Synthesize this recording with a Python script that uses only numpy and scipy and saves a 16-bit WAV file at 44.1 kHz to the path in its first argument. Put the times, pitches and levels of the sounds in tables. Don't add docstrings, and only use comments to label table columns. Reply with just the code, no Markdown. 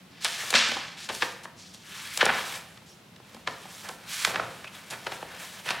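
import sys
import numpy as np
from scipy import signal
from scipy.io import wavfile

SR = 44100
rng = np.random.default_rng(int(sys.argv[2]) if len(sys.argv) > 2 else 0)


def to_wav(s):
    ch = np.atleast_2d(s).T
    pcm = np.round(np.clip(ch, -1, 1) * 32767)
    wavfile.write(sys.argv[1], SR, pcm.astype(np.int16))


N = 255780

# start in seconds, level in dB.
TAPS = [(0.768, -24.5), (1.2297, -22), (1.452, -36), (2.82, -45.5), (3.2, -43.5), (3.366, -38.5),
        (3.476, -46), (3.654, -36.5), (3.911, -39), (4.358, -45), (4.395, -30), (5.068, -27.5),
        (5.226, -31)]

EDGES = 16000 * 2 ** np.arange(-9, .1, .5)
CENTRES = np.sqrt(EDGES[1:] * EDGES[:-1])
BANK = [signal.butter(2, pair, "band", fs=SR, output="sos") for pair in zip(EDGES, EDGES[1:])]
BODY_HZ, BRIGHT_HZ, AIR_HZ = 1400, 2000, 5500
BODY_OCTAVES = np.clip(np.log2(BODY_HZ / CENTRES), 0, 1.7)
BRIGHT_OCTAVES = np.maximum(np.log2(CENTRES / BRIGHT_HZ), 0)
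AIR_OCTAVES = np.maximum(np.log2(CENTRES / AIR_HZ), 0)


def sliding(slips_per_s=5000, spread_db=1.5, slip_share=0.72, judder_db=0.83, flicker_db=1.13,
            crinkles_per_s=90, crinkle_db=-11.5, gain_db=-0.5):
    # frequency in Hz, spectral density in dB.
    colour = [(40.0, -42), (70.0, -23.5), (150.0, -8.5), (300.0, -16.5), (590.0, -4.5), (1190.0, -1.1),
              (1680.0, -1.5), (3360.0, 0.5), (6730.0, -4.5), (9510.0, -11), (13450.0, -20)]
    slips = np.sqrt(slip_share) * grains(slips_per_s, spread_db, N)
    friction = slips + np.sqrt(1 - slip_share) * rng.standard_normal(N)
    friction += from_db(crinkle_db) * grains(crinkles_per_s, spread_db, N)
    level_db = gain_db + judder_db * drift(rate_hz=20)
    return sum(band * gain * from_db(level_db + flicker_db * drift(rate_hz=40))
               for band, gain in zip(coloured(friction, colour), movements()))


def movements(slide_body=-9, rub_body=2, rub_air=6, skid_air=-17.5, skid_rise_s=0.013):
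    # start, rise, hold and fade in seconds,
    # level in dB, brightness and air in dB per octave.
    slides = [(0.08, 0.083, 0.045, .05, -54, 0.5, -35), (0.2, 0.026, 0.31, 0.18, -38, 1, -0.5),
              (0.956, .025, 0.085, 0.019, -44.5, 2.5, -4), (1.091, 0.031, 0.13, 0.15, -45, 3, 3),
              (1.549, 0.051, 0.013, 0.5, -59.5, 10.5, -10), (1.761, 0.26, .15, 0.11, -40.5, -1.5, 3.5),
              (2.11, 0.037, 0.023, 0.31, -46, 1.5, 11), (2.304, 0.047, 0.21, .08, -40.5, 0, 5),
              (2.85, 0.019, 0.043, .14, -66.5, 9, 0), (3.675, 0.039, 0.2, 0.12, -56.5, 5.5, 5),
              (4.04, .12, .11, 0.15, -34.5, 0, 4), (5.358, 0.044, 0.02, 0.3, -44.5, -1.5, 8.5)]
    # start, rise, hold and fade in seconds,
    # level in dB, brightness in dB per octave.
    rubs = [(0.36, 0.033, 0.086, 0.3, -40, -2), (0.666, 0.02, 0.023, 0.22, -35.5, -8),
            (1.325, 0.055, 0.057, 0.1, -53, -6), (2.485, .06, 0.022, .05, -39.5, -3),
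            (2.568, 0.035, .08, 0.34, -55, -2), (3.17, 0.15, 0.088, 0.15, -55, -3.5),
            (3.472, 0.021, 0.36, 0.4, -51, -2), (3.808, 0.069, 0.014, 0.032, -38.5, -18),
            (3.95, 0.099, 0.022, .1, -47, -5), (4.33, 0.11, 0.094, 0.78, -47.5, -3.5),
            (4.793, 0.13, 0.22, 0.56, -48.5, -2), (4.718, 0.031, .02, 0.17, -44, -4),
            (4.898, 0.025, 0.013, 0.034, -32, -10), (5.093, 0.034, 0.017, 0.19, -40.5, -6),
            (5.222, .12, 0.09, .12, -43, -6.5), (5.483, 0.069, 0.052, 0.078, -46.5, -2),
            (5.624, 0.04, .02, 0.17, -38.5, -2.5)]
    # start, hold and fade in seconds,
    # level in dB, body and brightness in dB per octave.
    skids = [(0.539, 0.055, 0.25, -21.5, -10.5, 0), (1.2, .02, 0.17, -37.5, -1, 0),
             (2.182, 0.17, 0.22, -28.5, 0.5, -7), (3.463, 0.013, 0.17, -50.5, 11.5, 4.5),
             (4.276, .09, 0.18, -36.5, 7.5, -7), (5.652, 0.057, 0.26, -31.5, 0.5, -9)]
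    moves = [(timing, db, slide_body, bright, air) for *timing, db, bright, air in slides]
    moves += [(timing, db, rub_body, bright, rub_air) for *timing, db, bright in rubs]
    moves += [((s, skid_rise_s, hold, fade), db, body, bright, skid_air)
              for s, hold, fade, db, body, bright in skids]
    spectra = from_db([db + body * BODY_OCTAVES + bright * (BRIGHT_OCTAVES - AIR_OCTAVES)
                       + air * AIR_OCTAVES for _, db, body, bright, air in moves])
    envelopes = np.array([stroke(*timing) for timing, *_ in moves])
    return np.sqrt(spectra.T ** 2 @ envelopes ** 2)


def stroke(start_s, rise_s, hold_s, fade_s):
    t = np.arange(N) / SR - start_s
    rise = np.sin(np.pi / 2 * np.clip(t / rise_s, 0, 1)) ** 2
    return rise * from_db(-20 * np.clip((t - rise_s - hold_s) / fade_s, 0, 10))


def snapping(buckles_per_s=9000, spread_db=4.0, attack_s=0.00021, release_s=0.0033, peak_db=3.5,
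             peak_hz=2000, octaves_per_db=0.45, lead_in_db=-14.0, lead_in_s=0.0055, gain_db=1.0):
    # start and length in seconds, level in dB,
    # body and brightness in dB per octave.
    snaps = [(0.25, 0.02, -30, -4.5, 1.5), (0.432, .007, -38, 2, -10), (0.527, 0.0033, -30, 7, 0),
             (0.539, 0.0016, -14.5, -6.5, -0.5), (0.545, 0.0028, -27.5, 9.5, 0),
             (0.551, 0.021, -21.5, -31, 1), (0.587, .012, -29, -10, 1.5), (0.716, 0.0066, -32.5, 4, 1.5),
             (1.088, 0.029, -37, 4.5, 0), (1.2214, 0.0059, -18, -8, -5.5),
             (1.229, 0.0023, -19.5, -3.5, -8.5), (1.454, 0.0046, -33.5, -4, -29),
             (2.208, 0.018, -16, -23, -7), (2.227, 0.0019, -19.5, 7.5, -4.5), (2.264, 0.00076, -10, 2, -9),
             (2.29, 0.015, -18, -7, -18), (2.772, 0.009, -53, -2, 1.5), (3.16, .005, -53.5, -2, 2),
             (3.346, 0.0042, -50.5, 10, 5.5), (3.473, 0.0053, -25.5, -2.5, -2),
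             (3.483, 0.0023, -32.5, 5, -6.5), (3.889, 0.0064, -39, 5.5, -2.5),
             (4.248, 0.0035, -16, -27, -1), (4.272, 0.0041, -32.5, 6.5, -3), (4.343, 0.005, -32.5, 4.5, -3),
             (4.358, 0.0031, -19.5, -3, -8), (4.396, .005, -20.5, -0.5, -41),
             (4.643, 0.0036, -39.5, 0, -1.5), (5.065, 0.012, -33, 3.5, -1.5), (5.119, 0.0043, -35, 6, 0),
             (5.227, .001, -30, 7, -19), (5.689, 0.0038, -29, -4, 0), (5.705, 0.0083, -29.5, 2, 1.5)]
    # start and length in seconds, level in dB.
    flicks = [(0.246, .002, -28), (0.504, 0.0062, -36), (1.089, 0.0034, -47), (1.148, 0.0043, -43.5),
              (1.433, 0.028, -59), (1.738, 0.019, -57.5), (2.174, 0.0019, -30), (2.254, 0.0039, -32),
              (3.888, 0.0037, -45.5), (4.249, 0.0019, -28.5), (4.901, 0.024, -50)]
    # frequency in Hz, spectral density in dB.
    colour = [(70.0, -18), (150.0, -11), (300.0, -11.5), (590.0, 1), (1190.0, 1.8), (1680.0, -1.5),
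              (3360.0, -1.5), (6730.0, -13), (9510.0, -22.5), (13450.0, -42.5)]
    ticks = [(s, length, db, 1.5, 10.5) for s, length, db in flicks]
    crackles = [(s, 0.0019, db - 12.5, 6.5, 0.5) for s, db in TAPS]
    size, lead = SR // 10, SR // 40
    t, out = (np.arange(size) - lead) / SR, np.zeros(N + size)
    for s, length, level_db, body, bright in snaps + ticks + crackles:
        lead_in = from_db(lead_in_db) * np.exp(np.minimum(t, 0) / lead_in_s)
        rise = np.maximum(lead_in, np.exp(np.minimum(t - attack_s, 0) / attack_s))
        fall = np.exp(-np.maximum(t - length / 2, 0) / (release_s / 2 + length / 4))
        force = grains(buckles_per_s, spread_db, size) * rise * fall
        octaves_off_peak = np.log2(CENTRES / peak_hz) - octaves_per_db * bright
        sheet_db = body * BODY_OCTAVES + bright * BRIGHT_OCTAVES
        sheet_db += peak_db * np.exp(-octaves_off_peak ** 2)
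        snap = from_db(level_db + gain_db + sheet_db) @ coloured(force, colour)
        start = int(s * SR) - lead
        out[start:start + size] += snap * np.sqrt(length * SR / size)
    return out[:N]


def book_resonance(x, gain_db=-1.5):
    # frequency in Hz, bandwidth in Hz, boost in dB.
    modes = [(492, 35, 3), (806, 180, 0), (1503, 27, 0), (1674, 290, 3), (2264, 220, 2), (3100, 450, 1),
             (3770, 990, 0.5)]
    out = x
    for hz, width_hz, boost_db in modes:
        out = out + (from_db(boost_db) - 1) * resonator(x, hz, width_hz)
    return from_db(gain_db) * out


def flopping():
    # start in seconds, level in dB.
    flops = [(0.543, -33), (0.69, -42), (0.76, -44.5), (1.097, -44), (1.225, -49), (2.226, -49),
             (2.264, -46), (3.348, -46.5), (4.278, -45)]
    # frequency in Hz, level in dB, 60 dB decay time in seconds.
    modes = [(88, -7, 0.15), (156, -13, 0.05), (230, 5, 0.08), (330, -2.5, 0.043)]
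    return struck(flops, modes, contact_s=0.001)


def tapping():
    # frequency in Hz, level in dB, 60 dB decay time in seconds.
    modes = [(372, -6, 0.025), (740, -10, 0.044), (807, 2.5, 0.026), (980, 1.5, 0.014), (1350, -1, 0.012)]
    return struck(TAPS, modes, contact_s=0.0011)


def struck(blows, modes, contact_s, detune=0.054):
    t, out = np.arange(SR // 4) / SR, np.zeros(N + SR)
    hz, mode_db, t60 = np.transpose(modes)[:, :, None]
    polarity = (-1) ** np.arange(len(modes))
    onset = 1 - np.exp(-t / contact_s)
    for s, level_db in blows:
        chance_db, shift = rng.standard_normal((2, len(modes), 1))
        envelopes = from_db(level_db + mode_db + chance_db - 60 * t / t60)
        rings = envelopes * np.sin(2 * np.pi * hz * np.exp(detune * shift) * t)
        start = int(s * SR)
        out[start:start + len(t)] += polarity @ rings * onset
    return out[:N]


def squeaking(width_hz=260):
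    # start and length in seconds, level in dB, pitch in Hz.
    squeaks = [(0.369, 0.077, -41.5, 1790), (2.848, .12, -63, 5600), (4.635, 0.031, -47.5, 2400),
               (4.664, 0.028, -44, 2580), (4.75, .05, -63, 3700)]
    out = np.zeros(N + SR)
    for s, length, level_db, hz in squeaks:
        size, start = int(length * SR), int(s * SR)
        squeak = resonator(rng.standard_normal(size), hz, width_hz) * np.hanning(size)
        out[start:start + size] += from_db(level_db) * rms_one(squeak)
    return out[:N]


def reverberation(x, build_s=0.00077):
    # frequency in Hz, 60 dB decay time in seconds.
    decay_times = [(150, 0.51), (1000, 0.62), (3000, 0.51), (7000, 0.38), (15000, .35)]
    # frequency in Hz, level in dB.
    sends = [(150, -27), (600, -23), (2000, -22), (6000, -23), (15000, -10.5)]
    t = np.arange(SR) / SR
    build_up = 1 - np.exp(-(t / build_s) ** 2)
    white, response = rng.standard_normal((2, SR)), np.zeros(SR)
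    for k, (band, t60, send_db) in enumerate(zip(BANK, per_band(decay_times), per_band(sends))):
        tail = signal.sosfilt(band, white[k % 2]) * from_db(-60 * t / t60) * build_up
        response += from_db(send_db) * rms_one(tail) / np.sqrt(SR)
    return signal.fftconvolve(x, response)[:N]


def ambience(rumble_db=-58.0, hiss_db=-57.0, rumble_side_db=-12.0, hiss_side_db=-5.0,
             drone_db=-59.5, drone_hz=182, drone_width_hz=45):
    # frequency in Hz, spectral density in dB.
    rumble = [(35, -44), (55, -45), (75, -6.5), (105, -4.5), (135, -3.5), (190, -7), (280, -9.5),
              (420, -16), (1000, -60)]
    hiss = [(200, -5.5), (550, -1.5), (1200, -5), (3300, -7), (6700, -16), (15000, -22)]
    out = np.zeros((2, N))
    for colour, level_db, side_db in (rumble, rumble_db, rumble_side_db), (hiss, hiss_db, hiss_side_db):
        mid, side = [rms_one(coloured(white, colour).sum(axis=0))
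                     for white in rng.standard_normal((2, N))]
        out += from_db(level_db) * np.array([mid, from_db(side_db) * side])
    drone_edges = [drone_hz - drone_width_hz / 2, drone_hz + drone_width_hz / 2]
    resonance = signal.butter(2, drone_edges, "band", fs=SR, output="sos")
    out[0] += from_db(drone_db) * rms_one(signal.sosfilt(resonance, rng.standard_normal(N)))
    return out


def grains(per_s, spread_db, size):
    strength = from_db(spread_db * np.minimum(rng.exponential(1, size), 4))
    return rms_one(strength * rng.choice([-1, 1], size) * (rng.random(size) < per_s / SR))


def resonator(x, hz, width_hz):
    r = np.exp(-np.pi * width_hz / SR)
    feedback = [1, -2 * r * np.cos(2 * np.pi * hz / SR), r * r]
    return signal.lfilter((1 - r * r) / 2 * np.array([1, 0, -1]), feedback, x)


def coloured(force, colour):
    power = from_db(per_band(colour)) ** 2 * np.diff(EDGES)
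    return np.array([(-1) ** k * np.sqrt(share) * rms_one(signal.sosfilt(band, force + 1e-18))
                     for k, (band, share) in enumerate(zip(BANK, power / power.sum()))])


def drift(rate_hz, step=40, settle=2000):
    r = np.exp(-2 * np.pi * rate_hz * step / SR)
    white = rng.standard_normal(N // step + settle + 2)
    slow = signal.lfilter([1], [1, -2 * r, r * r], white)[settle:]
    return np.interp(np.arange(N) / step, np.arange(len(slow)), rms_one(slow))


def per_band(points):
    hz, value = np.transpose(points)
    return np.interp(np.log(CENTRES), np.log(hz), value)


def from_db(db):
    return 10 ** (np.asarray(db) / 20)


def rms_one(x):
    return x / np.sqrt(np.mean(x ** 2) + 1e-20)


def scene(reverb_side_db=-12.5, width_above_hz=170, sway_db=-25, sway_hz=5):
    paper = book_resonance(sliding() + snapping()) + squeaking() + flopping() + tapping()
    room_mid, room_side = ambience()
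    mid = paper + reverberation(paper) + room_mid
    side = from_db(reverb_side_db) * reverberation(paper) + room_side
    side += from_db(sway_db) * drift(sway_hz) * paper
    side = signal.sosfilt(signal.butter(1, width_above_hz, "high", fs=SR, output="sos"), side)
    return np.array([mid + side, mid - side])


def record(dry, ceiling=1.0, low_cut_hz=64, high_cut_hz=16000):
    thinned = signal.sosfilt(signal.butter(2, low_cut_hz, "high", fs=SR, output="sos"), dry)
    low_pass = signal.ellip(12, .1, 80, high_cut_hz, fs=SR, output="sos")
    return signal.sosfilt(low_pass, ceiling * np.tanh(thinned / ceiling))


dry = scene()
out = record(dry)
to_wav(out)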